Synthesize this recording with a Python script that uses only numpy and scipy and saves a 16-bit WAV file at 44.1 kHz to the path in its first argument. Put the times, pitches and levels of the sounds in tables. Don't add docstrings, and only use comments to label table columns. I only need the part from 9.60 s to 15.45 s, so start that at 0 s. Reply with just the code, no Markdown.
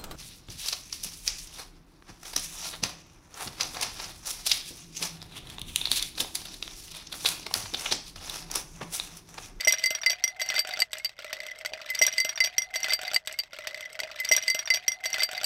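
import sys
import numpy as np
from scipy import signal
from scipy.fft import rfft, irfft
from scipy.io import wavfile
from scipy.ndimage import uniform_filter1d

SR = 44100
rng = np.random.default_rng(int(sys.argv[2]) if len(sys.argv) > 2 else 0)


def dump_mix(stems):
    frames = np.atleast_2d(stems).T
    limited = np.clip(frames, -1, 1)
    pcm = np.round(limited * 32767).astype(np.int16)
    wavfile.write(sys.argv[1], SR, pcm)


N = 257984
TIME = np.arange(N) / SR
AGE = TIME[:SR // 3]


def undb(db):
    return 10 ** (np.asarray(db) / 20)


def fade(t60):
    return np.exp(-np.log(1000) * AGE / max(t60, 1e-3))


def add(out, s, sound):
    i = int(s * SR)
    out[i:i + len(sound)] += sound[:N - i]


def noise(points):
    hz, db = np.transpose(points)
    f = np.maximum(np.arange(N // 2 + 1) * SR / N, 1)
    gain = undb(np.interp(np.log(f), np.log(hz), db))
    x = irfft(rfft(rng.standard_normal(N)) * gain, N)
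    return x / x.std()


def walk(rate):
    k = int(SR / rate)
    steps = np.repeat(rng.standard_normal(N // k + 1), k)
    x = uniform_filter1d(uniform_filter1d(steps, k), k)[:N]
    return x / x.std()


def tone(hz, wobble=0.):
    phase = np.cumsum(hz * (1 + wobble * walk(60))) / SR + rng.random()
    return np.sqrt(2) * np.sin(2 * np.pi * phase)


def partials(low_hz, high_hz, places):
    hz = low_hz * (high_hz / low_hz) ** places[:, None]
    sines = np.sin(2 * np.pi * (hz * AGE + rng.random(hz.shape)))
    return sines.sum(axis=0) / np.sqrt(len(places))


def swell(times, dbs, shapes, rise_s):
    energy = np.zeros(N)
    for s, db, shape in zip(times, dbs, shapes):
        add(energy, s, (undb(db) * shape * np.minimum(AGE / rise_s, 1)) ** 2)
    return np.sqrt(energy)


def contact(t60, tail_db, tail_t60):
    return fade(t60) + undb(tail_db) * fade(tail_t60)


# f/Hz, relative level per Hz/dB
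CLACK_SPECTRUM = [(40, -16.5), (180, -17), (400, -17), (900, -6.5), (1250, -6), (1550, -7), (2400, 4),
                  (3400, 1), (4400, -6), (5400, -1.5), (6500, -12.5), (9000, -26)]
# f/Hz, relative level per Hz/dB
SNAP_SPECTRUM = [(3000, -15), (5000, 9.5), (6600, 4), (7400, -1), (8000, 12), (9300, -13.5), (11000, -5),
                 (12200, 2.5), (13100, -13.5), (13700, -19), (15700, -29), (17000, -38)]


def nuggets(times, clack_db, pitch_hz, snap_db, count=6):
    clack_shape = contact(t60=0.018, tail_db=-14.0, tail_t60=0.12)
    snap_shape = contact(t60=0.015, tail_db=-15, tail_t60=0.08)
    clack = swell(times, clack_db, [clack_shape] * len(times), rise_s=0.00035)
    snap = swell(times, snap_db, [snap_shape] * len(times), rise_s=0.00026)
    pitched = np.zeros(N)
    mode_places = rng.random((len(times), 2, count))
    for s, db, hz, top_db, places in zip(times, clack_db, pitch_hz, snap_db, mode_places):
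        body = undb(-2.5) * fade(0.037) * np.sin(2 * np.pi * hz * AGE)
        body += undb(-7.0) * fade(0.057) * partials(1515, 5000, places[0])
        ping = undb(-14.5) * fade(0.019) * partials(6870, 13000, places[1])
        onset = np.minimum(AGE / 0.00037, 1)
        add(pitched, s, (undb(db) * body + undb(top_db) * ping) * onset)
    chatter = undb(2.25 * np.clip(walk(450), -2, 1))
    rattle = undb(-3.5) * chatter * clack * noise(CLACK_SPECTRUM)
    return rattle + undb(-1.0) * snap * noise(SNAP_SPECTRUM) + pitched


HARDEST_CLACK_DB = -24.5
STRIKE_CLACK_DB, STRIKE_HZ = -11.5, 3110
# t/s in the middle round, relative level/dB of the low, middle and
# high ring, ring length as a share of the free ring, relative level/dB of the brittle snap
STRIKES = [(2.3015, -23, -49, -63, 1.01, -27.5), (2.3513, -29, -25, -39, 0.43, -29.5),
           (2.3793, -34.5, -36, -46, 0.43, -55), (2.3903, -64, -41, -17.5, 0.69, -38),
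           (2.4156, -14, -56.5, -16.5, 0.98, -26.5), (2.4227, -21, -21.5, -14.5, 1.33, -21),
           (2.4655, -77, -54, -7, 0.49, -20.5), (2.4827, -39, -37.5, -20.5, 0.86, -50),
           (2.5262, -39, -37.5, -27.5, 0.97, -54), (2.5813, -17.5, -19, -33, 0.58, -23),
           (2.601, -20, -19.5, -23.5, 1.11, -23), (2.6473, -31.5, -40, -31.5, 1.94, -31),
           (2.6914, -54, -55, -23.5, 1.16, -38), (2.7569, -50, -53, -29.5, 0.96, -63),
           (2.8034, -18.5, -18, -22, 0.5, -25.5), (2.8055, -15.5, -18, -26.5, 1.098, -41),
           (2.8393, -42, -19, -23, 0.6, -46), (2.858, -41.5, -30, -22, 1.23, -45),
           (2.981, -23.5, -28.5, -13, 0.95, -24), (3.0193, -34.5, -38, -22.5, 1.2, -42),
           (3.139, -26, -44, -45.5, 0.78, -35.5), (3.1609, -32.5, -28.5, -29, 1.48, -31.5),
           (3.2307, -28.5, -38, -22.5, 0.74, -40), (3.3039, -24, -24, -35.5, 1.13, -31),
           (3.3338, -43, -19, -30, 1.23, -20.5), (3.4787, -27.5, -27, -41, 0.5, -39),
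           (3.5438, -43, -19, -59, 0.81, -20), (3.5616, -15, -11, -54, .33, -23),
           (3.7886, -34, -19.5, -49, 0.71, -26), (3.799, -63, -22, -52, 0.62, -42),
           (4.0243, -43.5, -71, -52, 1.2, -66), (4.1449, -24.5, -26.5, -52, 0.13, -40),
           (4.228, -34, -53, -45, 0.72, -56), (4.2572, -29.5, -60, -37, 0.44, -53),
           (4.3527, -27, -58, -60, 0.097, -51), (4.4016, -21.5, -25, -60, 0.21, -26.5)]


def strikes():
    times, *ring_dbs, lengths, snap_db = np.transpose(STRIKES)
    force_db = np.max(ring_dbs, axis=0)
    clack_db = np.minimum(force_db + STRIKE_CLACK_DB, HARDEST_CLACK_DB)
    pitch_hz = STRIKE_HZ * np.exp(0.09 * rng.standard_normal(len(times)))
    return np.array([times, clack_db, pitch_hz, snap_db, lengths, *ring_dbs])


# low, middle and high ring against the clack/dB, scatter either way/dB, share of free ring
GLANCE_DB, GLANCE_SCATTER_DB, GLANCE_LENGTH = (-17.5, -11.5, -12), 4, 0.62


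def glancing(times, clack_db, pitch_hz, snap_db, ring_db):
    scatter_db = GLANCE_SCATTER_DB * (2 * rng.random((len(times), 3)) - 1)
    ring_dbs = (clack_db[:, None] + np.array(ring_db) + scatter_db).T
    lengths = np.full(len(times), GLANCE_LENGTH)
    return np.array([times, clack_db, pitch_hz, snap_db, lengths, *ring_dbs])


# t/s in the middle round, relative clack level/dB, main mode f/Hz,
# relative level of the brittle snap/dB
CLACKS = [(2.135, -28, 2450, -43), (2.215, -33.5, 2570, -48), (2.2621, -37, 1790, -45),
          (2.3484, -28, 3630, -34), (2.4373, -28.5, 3590, -24), (2.4512, -27, 3100, -44),
          (2.4774, -22, 1613, -37), (2.5371, -32.5, 3040, -37.5), (2.5783, -42, 3070, -47),
          (2.6491, -23.5, 2870, -39), (2.6923, -24.5, 3290, -50), (2.73, -61, 2700, -50),
          (2.7757, -25, 3600, -59), (2.8459, -21.5, 3270, -24.5), (2.8721, -28, 2400, -42),
          (3.1481, -31.5, 3250, -33.5), (3.1576, -23.5, 1900, -30), (3.203, -35.5, 2880, -37),
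          (3.2433, -21.5, 3090, -30.5), (3.2834, -26.5, 1460, -33.5), (3.2953, -24, 3630, -53),
          (3.3227, -19.5, 3057, -41), (3.3908, -30, 1455, -54), (3.4147, -34.5, 3000, -33.5),
          (3.4325, -32.5, 1486, -37.5), (3.4502, -27, 3820, -76), (3.5143, -29.5, 1400, -52),
          (3.5338, -29, 3040, -32), (3.6595, -53, 3000, -45), (3.6735, -23.5, 3770, -28.5),
          (3.7121, -36, 2900, -53), (3.7252, -45, 2400, -32), (3.835, -38.5, 3960, -44.5),
          (3.9315, -33.5, 1410, -42), (3.987, -34.5, 1360, -42), (4.0714, -24.5, 1915, -28.5),
          (4.1745, -40, 2290, -50), (4.2074, -36.5, 3440, -37), (4.3293, -46, 1380, -39),
          (4.391, -27, 1480, -42), (4.437, -49, 2000, -72)]


def clacks():
    return glancing(*np.transpose(CLACKS), GLANCE_DB)


ROUND_S = (2.12, 4.455)
JOSTLE_PER_S, JOSTLE_DB, JOSTLE_SPREAD_DB = 42, 3, 3
JOSTLE_HZ, JOSTLE_SNAP_DB, JOSTLE_RING_DB = (1380, 3860), -6.5, 2


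def jostle(crumb_db):
    start, end = ROUND_S
    when, size, place = rng.random((int(JOSTLE_PER_S * (end - start)), 3)).T
    times = start + when * (end - start)
    excess_db = JOSTLE_SPREAD_DB * np.minimum(-np.log(1 - size), 2)
    db = np.interp(times, TIME, crumb_db) + JOSTLE_DB + excess_db
    low_hz, high_hz = JOSTLE_HZ
    pitch_hz = low_hz * (high_hz / low_hz) ** place
    return glancing(times, db, pitch_hz, db + JOSTLE_SNAP_DB, (JOSTLE_RING_DB, *GLANCE_DB[1:]))


# f/Hz, relative level/dB, free t60/s
METAL_MODES = [
    [(2052, 0, .13)],
    [(4651, 0, .085), (8020, -23, .06), (12118, -23, .07)],
    [(5749, 0, .052), (5610, -13, .045), (8507, -21, .058), (10880, -31, .095), (11660, -29, .058),
     (12566, -25, .055), (13053, -28, .052)],
    [(8020, -8, .035), (12118, -9.5, .045)],
]


def metal(times, group_dbs, lengths, scatter_db=3):
    out = np.zeros(N)
    for modes, dbs in zip(METAL_MODES, group_dbs):
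        for k, (hz, db, t60) in enumerate(modes):
            glint_db = scatter_db * (k > 0) * np.clip(rng.standard_normal(len(times)), -2, 1)
            decays = [fade(t60 * share) for share in lengths]
            ring = swell(times, dbs + glint_db, decays, rise_s=0.00089)
            leaning = np.exp(-ring / undb(-32))
            buzz = undb(1.37 * walk(300))
            out += undb(db - 1.15) * buzz * ring * tone(hz, wobble=(3 + 45 * leaning) / hz)
    return out


KNOCK_DB, KNOCK_DB_PER_OCTAVE = -17, -6.5
# t/s in the middle round, relative level/dB
KNOCKS = [(2.1339, -33), (2.4127, -24), (2.6491, -34), (3.5338, -40), (3.989, -39), (4.436, -47)]


def knocks(times, clack_db, pitch_hz):
    light_db = clack_db + KNOCK_DB + KNOCK_DB_PER_OCTAVE * np.log2(pitch_hz / STRIKE_HZ)
    return np.hstack([[times, light_db], np.transpose(KNOCKS)])


# f/Hz, relative level/dB, t60/s
HOUSING_MODES = [(629.4, 3.5, 0.054), (747, -16.5, 0.14), (220, -28, 0.013), (101, -22.5, 0.076)]


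def housing(times, knock_db, rumble_db, rumble_hz):
    ring = sum(undb(db) * fade(t60) * np.cos(2 * np.pi * hz * AGE) for hz, db, t60 in HOUSING_MODES)
    blunt_push = signal.butter(2, 1100, fs=SR, output="sos")
    ring = signal.sosfilt(blunt_push, ring * np.minimum(AGE / 0.0012, 1))
    out = np.zeros(N)
    for s, db in zip(times, knock_db):
        add(out, s, undb(db - 0.3) * ring)
    steady = signal.fftconvolve(rng.standard_normal(N), ring)[:N]
    complex_noise = rng.standard_normal(N) + 1j * rng.standard_normal(N)
    scrape = signal.fftconvolve(complex_noise, fade(0.073) - fade(0.011))[:N]
    shifting = np.real(scrape * np.exp(2j * np.pi * np.cumsum(rumble_hz) / SR))
    rumble = undb(1.0) * shifting / shifting.std() + undb(-11.5) * steady / steady.std()
    return out + undb(rumble_db) * rumble


def crumbs(crumb_db, per_s=380, spread_db=3.5):
    chance = rng.random((int(per_s * N / SR), 3))
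    times = chance[:, 0] * TIME[-1]
    size_db = spread_db * np.minimum(-np.log(1 - chance[:, 1]), 3.2)
    ticks = np.zeros(N)
    for s, db, place in zip(times, size_db, chance[:, 2]):
        add(ticks, s, undb(db) * fade(0.012) * np.sin(2 * np.pi * 1300 * 3.7 ** place * AGE))
    ticks = signal.sosfilt(signal.butter(2, 900, "highpass", fs=SR, output="sos"), ticks)
    grit = swell(times, size_db, [fade(0.0051)] * len(times), rise_s=0.00017)
    grit /= np.sqrt(np.mean(grit ** 2))
    damped = signal.fftconvolve(ticks, fade(0.047) * np.sin(2 * np.pi * 2020 * AGE))[:N]
    grind = grit * (undb(-6.5) * noise(CLACK_SPECTRUM) + undb(-19) * noise(SNAP_SPECTRUM))
    crunch = ticks / ticks.std() + grind
    return undb(crumb_db) * (crunch + undb(-9.5) * damped / damped.std())


CRUMB_DB, RUMBLE_DB, STALL_SLEW_S = -7.5, 2.5, 0.008
# t/s in the middle round, relative level of the crumbs/dB and of the housing rumble/dB
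FEED = [(2.12, -43.5, -47), (2.42, -39.5, -76), (2.51, -41, -65.5), (2.68, -40.5, -65), (2.87, -42, -56.5),
        (2.96, -47.5, -58.5), (3.09, -51.5, -58.5), (3.3, -34, -54), (3.38, -40.5, -50.5),
        (3.48, -40, -50.5), (3.76, -41.5, -55), (3.99, -42.5, -61), (4.13, -42.5, -52), (4.26, -45, -59),
        (4.44, -49.5, -53)]
# t/s, f/Hz
RUMBLE_PITCH = [(2.12, 655), (2.3, 589), (2.5, 641.8), (2.78, 672), (3.02, 741.8), (3.57, 736), (3.62, 633),
                (3.95, 588.7), (4.44, 634.4)]
# start t/s, end t/s, change of level/dB
STALLS = [(3.355, 3.412, -10), (3.579, 3.69, -16.5), (3.746, 3.924, -15.5)]


def feed():
    s, crumb_db, rumble_db = np.transpose(FEED)
    stalled_db = sum(np.where((TIME > start) & (TIME < end), db, 0.) for start, end, db in STALLS)
    dip_db = uniform_filter1d(stalled_db, int(STALL_SLEW_S * SR))
    dip_db[(TIME < ROUND_S[0]) | (TIME > ROUND_S[1])] = -np.inf
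    crumb_level = np.interp(TIME, s, crumb_db) + CRUMB_DB + dip_db
    rumble_level = np.interp(TIME, s, rumble_db) + RUMBLE_DB + dip_db
    return crumb_level, rumble_level, np.interp(TIME, *np.transpose(RUMBLE_PITCH))


def reverberation(ice):
    room = rng.standard_normal(len(AGE)) * fade(0.069) * (AGE > .004)
    return undb(-33) * signal.fftconvolve(ice, room / np.linalg.norm(room))[:N]


# f/Hz, rms level/dB
HUM = [(48.4, -81), (118.4, -80)]
# f/Hz, relative level per Hz/dB
ROOM_TONE = [(20, 5.5), (45, 15), (130, 5.5), (350, -2.5), (700, 7), (1100, -2), (2500, -35), (6000, -41.5),
             (15000, -59)]


def background():
    hum = sum(undb(db) * tone(hz, wobble=0.0034) for hz, db in HUM)
    return hum + undb(-67.5) * noise(ROOM_TONE)


ROUND_SHIFTS_S = [-2.3421, 0, 2.2989]


def scene():
    crumb_db, rumble_db, rumble_hz = feed()
    blows = np.hstack([strikes(), clacks(), jostle(crumb_db)])
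    times, clack_db, pitch_hz, snap_db, lengths, *ring_dbs = blows
    knock_times, knock_db = knocks(times, clack_db, pitch_hz)
    ice = nuggets(times, clack_db, pitch_hz, snap_db)
    ice += metal(times, ring_dbs + [snap_db], lengths)
    ice += housing(knock_times, knock_db, rumble_db, rumble_hz)
    ice += crumbs(crumb_db)
    ice += reverberation(ice)
    padded = np.pad(ice, N)
    rounds = sum(padded[N - int(shift * SR):][:N] for shift in ROUND_SHIFTS_S)
    return (rounds + background())[None]


def record(dry):
    return signal.sosfilt(signal.ellip(8, .2, 70, 16300, fs=SR, output="sos"), dry)


dry = scene()
out = record(dry)
dump_mix(out)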